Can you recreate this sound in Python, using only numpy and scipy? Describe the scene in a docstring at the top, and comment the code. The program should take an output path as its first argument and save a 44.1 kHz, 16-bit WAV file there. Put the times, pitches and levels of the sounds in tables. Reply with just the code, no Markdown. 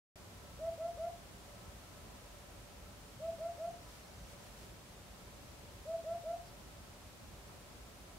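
"""Open country by an earth wall, where a hoopoe gives three soft "oop-oop-oop" calls.
Each hoot scoops up into a nearly pure tone; echoes from nearby walls beat against the gliding pitch
and make it throb. Behind the bird lie low wind, an even hiss and a faint ring like distant herd bells.
A far songbird chirps and jangles, dry grass stirs briefly, and one dull knock comes near the end."""
import sys
import numpy as np
from scipy import signal
from scipy.fft import rfft, irfft, next_fast_len
from scipy.io import wavfile
from scipy.ndimage import map_coordinates

SR = 44100
rng = np.random.default_rng(int(sys.argv[2]) if len(sys.argv) > 2 else 0)


def bounce(signal):
    """Save signal as a 16-bit WAV file at the path given by the first command-line argument."""
    frames = np.transpose(np.atleast_2d(signal))
    limited = np.clip(frames, -1, 1)
    pcm = np.round(limited * 32767).astype(np.int16)
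    wavfile.write(sys.argv[1], SR, pcm)


N = 360738


def amp(db):
    """Decibels to gain."""
    return 10 ** (np.asarray(db) / 20)


def unit(x):
    """Scale to rms 1."""
    return x / np.sqrt(np.mean(x ** 2) + 1e-20)


def clock():
    """The time of every sample, in seconds."""
    return np.arange(N) / SR


def along(points, hz):
    """Read a curve of (Hz, value) points on a log frequency axis."""
    freqs, values = np.transpose(points)
    return np.interp(np.log(hz + 1), np.log(freqs + 1), values)


def eq(points):
    """An EQ curve through (Hz, dB) points, as gain against frequency."""
    return lambda hz: amp(along(points, hz))


def wobble(rate):
    """A smooth random curve, rate knots a second."""
    knots = rng.standard_normal(int(N * rate / SR) + 4)
    return map_coordinates(knots, [clock() * rate])


def filtered(x, response):
    """Shape x with a frequency response."""
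    size = next_fast_len(N + SR // 2)
    return irfft(rfft(x, size) * response(np.fft.rfftfreq(size, 1 / SR)), size)[..., :N]


# Stereo image of the noise layers. Each row: frequency in Hz, left-right correlation (1 is mono).
STEREO_LIKENESS = [(50, 0.92), (110, 1), (200, 0.6), (400, 0.53), (800, 0.59), (1600, 0.047),
                   (4000, 0.0033)]

def diffuse(gain):
    """Shaped stereo noise of rms 1 from all around: narrow in the bass, wide in the treble."""
    def response(hz):
        spread = np.arccos(np.clip(along(STEREO_LIKENESS, hz), -1, 1)) / 2
        return gain(hz) * np.array([np.cos(spread), np.sin(spread)])
    mid, side = filtered(rng.standard_normal((2, N)), response)
    return unit(np.array([mid + side, mid - side]))


# Tone of the wind and of the hiss. Each row: frequency in Hz, relative level in dB.
WIND_EQ = [(15, -35), (30, -13), (39, -10), (49, 2), (62, -2.5), (98, -3.5), (150, -10), (184, -6.5),
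           (237, -13), (278, -14), (400, -17), (520, -24), (880, -120)]
HISS_EQ = [(180, -28), (300, -8), (321, -19.5), (360, -7), (493, -7), (572, -4.5), (809, -8), (1000, -9),
           (1820, -13), (2330, -13.5), (7530, -18), (12800, -23), (15600, -26)]

def air():
    """The bed: low wind that swells a little, under an even hiss."""
    wind = amp(-57.0 + 0.47 * wobble(1.53) + 1.1 * wobble(9)) * diffuse(eq(WIND_EQ))
    hiss = amp(-57.5 + 0.2 * wobble(2.12)) * diffuse(eq(HISS_EQ))
    return wind + hiss


# The bells' ringing bands. Each row: centre in Hz, half-width in Hz, relative level in dB.
BELL_BANDS = [(578, 13.7, -68), (720, 25, -76), (998, 16, -75.5), (1311, 23, -73.5)]
# How strongly the bells carry. Each row: time in seconds, level in dB before the trim.
BELL_FADER = [(0.35, -71), (1.42, -70), (2.35, -67), (3.97, -71), (4.28, -65.5), (4.9, -69.5), (6.9, -72.5),
              (7.9, -71.1)]

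def herd_bells(trim_db=2):
    """Distance blurs the ringing into narrow bands that come and go."""
    def ring(hz):
        return sum(amp(db) / np.sqrt(width) / (1 + ((hz - centre) / width) ** 2)
                   for centre, width, db in BELL_BANDS)
    fader_db = np.interp(clock(), *np.transpose(BELL_FADER))
    return amp(trim_db + fader_db + 2.3 * wobble(5.7)) * diffuse(ring)


SCOOP_HZ, SCOOP_S, END_LIFT_HZ = 166, .0118, 25  # scoop from below, upward flick at the cut-off
ATTACK_S, ATTACK_POWER, RELEASE_S = .1, .61, .0255  # slow swell, quick cut-off
THIRD_DB = -12  # third harmonic against the second

def hoot(length, hz, glide_hz_per_s, overtone_db):
    """One hoot swells as its pitch scoops up; the inflated throat passes little but the fundamental."""
    t = np.arange(round(length * SR)) / SR
    closing = np.maximum(1 - (length - t) / RELEASE_S, 0)
    scoop = SCOOP_HZ * np.exp(-t / SCOOP_S)
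    pitch = hz + glide_hz_per_s * t - scoop + END_LIFT_HZ * closing ** 2
    phase = 2 * np.pi * np.cumsum(pitch) / SR
    envelope = np.minimum(t / ATTACK_S, 1) ** ATTACK_POWER * (1 - closing)
    richness = amp(overtone_db) * np.sin(np.pi * t / length) ** 2  # richest in mid-hoot
    overtones = np.sin(2 * phase) + amp(THIRD_DB) * np.sin(3 * phase)
    return envelope * (np.sin(phase) + richness * overtones)


# The hoopoe's cues. Each row: start in seconds, level in dB.
CALLS = [(.5862, -35.5), (3.1927, -36.5), (5.8505, -35.5)]
# The hoots of a call. Each row: offset in seconds, length in seconds, base pitch in Hz, glide in Hz
# per second, level in dB against the call, peak second harmonic in dB against the fundamental.
CALL_HOOTS = [(0, .128, 636, 347, -1, -25), (.1876, .139, 641.5, 408, 0, -21.5),
              (.3818, .137, 637, 532, 0, -22.5)]

def hoopoe():
    """Every call repeats the same three hoots, each gliding up faster than the last."""
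    voice = np.zeros(N)
    for start, call_db in CALLS:
        for offset, length, hz, glide, db, overtone_db in CALL_HOOTS:
            note = amp(call_db + db) * hoot(length, hz, glide, overtone_db)
            voice[round((start + offset) * SR):][:len(note)] += note
    return voice


# Slaps off the walls. Each row: delay in seconds, level in dB, side (1 left, 0 ahead, -1 right).
WALL_SLAPS = [(.00929, -7.3, 0), (.02356, -22, -1), (.03923, -10.8, 1), (.04686, -9.8, -1),
              (.05315, -15, 1), (.0575, -17.3, 1), (.0907, -18, 0), (.15022, -26, 1)]
# A wall's treble roll-off. Each row: frequency in Hz, gain in dB.
WALL_EQ = [(850, 0), (1300, -9)]

def wall_echoes(voice, lead_s=0.00018):
    """Each wall returns one dulled, delayed copy; the channel on its side hears it first."""
    t = clock()
    lead = lead_s * np.array([[1], [-1]]) / 2
    dulled = filtered(voice, eq(WALL_EQ))
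    return sum(amp(db) * np.interp(t - delay + side * lead, t, dulled) for delay, db, side in WALL_SLAPS)


def ground_scatter(x, t60, build_s):
    """Rough ground and scrub scatter a short stereo reverb tail."""
    t = np.arange(SR) / SR
    tail = rng.standard_normal((2, SR)) * amp(-60 * t / t60) * (1 - np.exp(-t / build_s))
    return signal.fftconvolve(x[None], tail / np.linalg.norm(tail[0]), axes=1)[:, :N]


def chirp(start, hz, db, flutter, length_s=0.0298):
    """One thin songbird note; flutter is its random waver as a share of the pitch."""
    count = round(length_s * SR)
    progress = np.linspace(0, 1, count)
    waver = np.interp(progress, np.linspace(0, 1, 9), rng.standard_normal(9))
    phase = 2 * np.pi * np.cumsum(hz * (1 + flutter * waver)) / SR
    envelope = np.sqrt(np.abs(np.sin(np.pi * progress)))
    note = np.zeros(N)
    note[round(start * SR):][:count] = envelope * np.sin(phase)
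    return amp(db) * note


JANGLE_START_S, JANGLE_LENGTH_S, JANGLE_DB = 3.4, 1.2, -69.5
JANGLE_HZ, JANGLE_SPREAD_OCTAVES = 5700, .17
# The songbird's clear chirps. Each row: start in seconds, pitch in Hz, level in dB.
CLEAR_CHIRPS = [(.87, 5100, -73), (6.466, 5280, -65), (6.47, 4550, -67)]

def songbird(jangle_notes=48):
    """A far bird: a few clear chirps, and a jangle of overlapping notes, loudest in its middle."""
    song = sum(chirp(start, hz, db, flutter=0) for start, hz, db in CLEAR_CHIRPS)
    for progress in np.arange(jangle_notes) / jangle_notes:
        start = JANGLE_START_S + progress * JANGLE_LENGTH_S
        hz = JANGLE_HZ * 2 ** (JANGLE_SPREAD_OCTAVES * rng.standard_normal())
        song += np.sqrt(np.sin(np.pi * progress)) * chirp(start, hz, JANGLE_DB, flutter=0.059)
    return song + amp(-15) * ground_scatter(song, t60=.2, build_s=.01)


def swell(start, length):
    """A rounded fade in and out."""
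    progress = np.clip((clock() - start) / length, 0, 1)
    return np.sqrt(np.abs(np.sin(np.pi * progress)))


# Stirs in the grass. Each row: start in seconds, length in seconds, level in dB.
GRASS_STIRS = [(3.855, 0.17, -62.5), (4.264, 0.088, -62), (4.38, 0.15, -62), (4.52, 0.2, -61.5)]

def dry_grass():
    """Dry stalks brush together in a few grainy stirs."""
    envelope = sum(amp(db) * swell(start, length) for start, length, db in GRASS_STIRS)
    grain = unit(amp(2.0 * wobble(300)))
    rustle = diffuse(eq([(500, -21), (1400, 0), (3000, -1), (9000, -5), (15000, -11)]))
    return envelope * grain * rustle


def knock(start, db, t60):
    """One dull, far knock, spread out by the ground."""
    age = np.maximum(clock() - start, 0)
    envelope = (1 - np.exp(-age / .002)) * amp(-60 * age / t60)
    body = diffuse(eq([(150, -20), (500, 0), (1300, 0), (2200, -16), (5000, -40)]))
    return amp(db) * envelope * body


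def scene():
    """The mix: the hoopoe dead centre, its echoes, and the open country behind."""
    voice = hoopoe()
    calls = voice + wall_echoes(voice) + amp(-25) * ground_scatter(voice, t60=.45, build_s=0.016)
    return calls + air() + herd_bells() + dry_grass() + songbird() + knock(7.488, db=-56.5, t60=0.37)


START_S, TOP_HZ = .157, 15760

def record(dry):
    """The master: a moment of silence at the head, and a steep cut of the highest treble."""
    return filtered(dry * (clock() > START_S), lambda hz: hz < TOP_HZ)


dry = scene()
out = record(dry)
bounce(out)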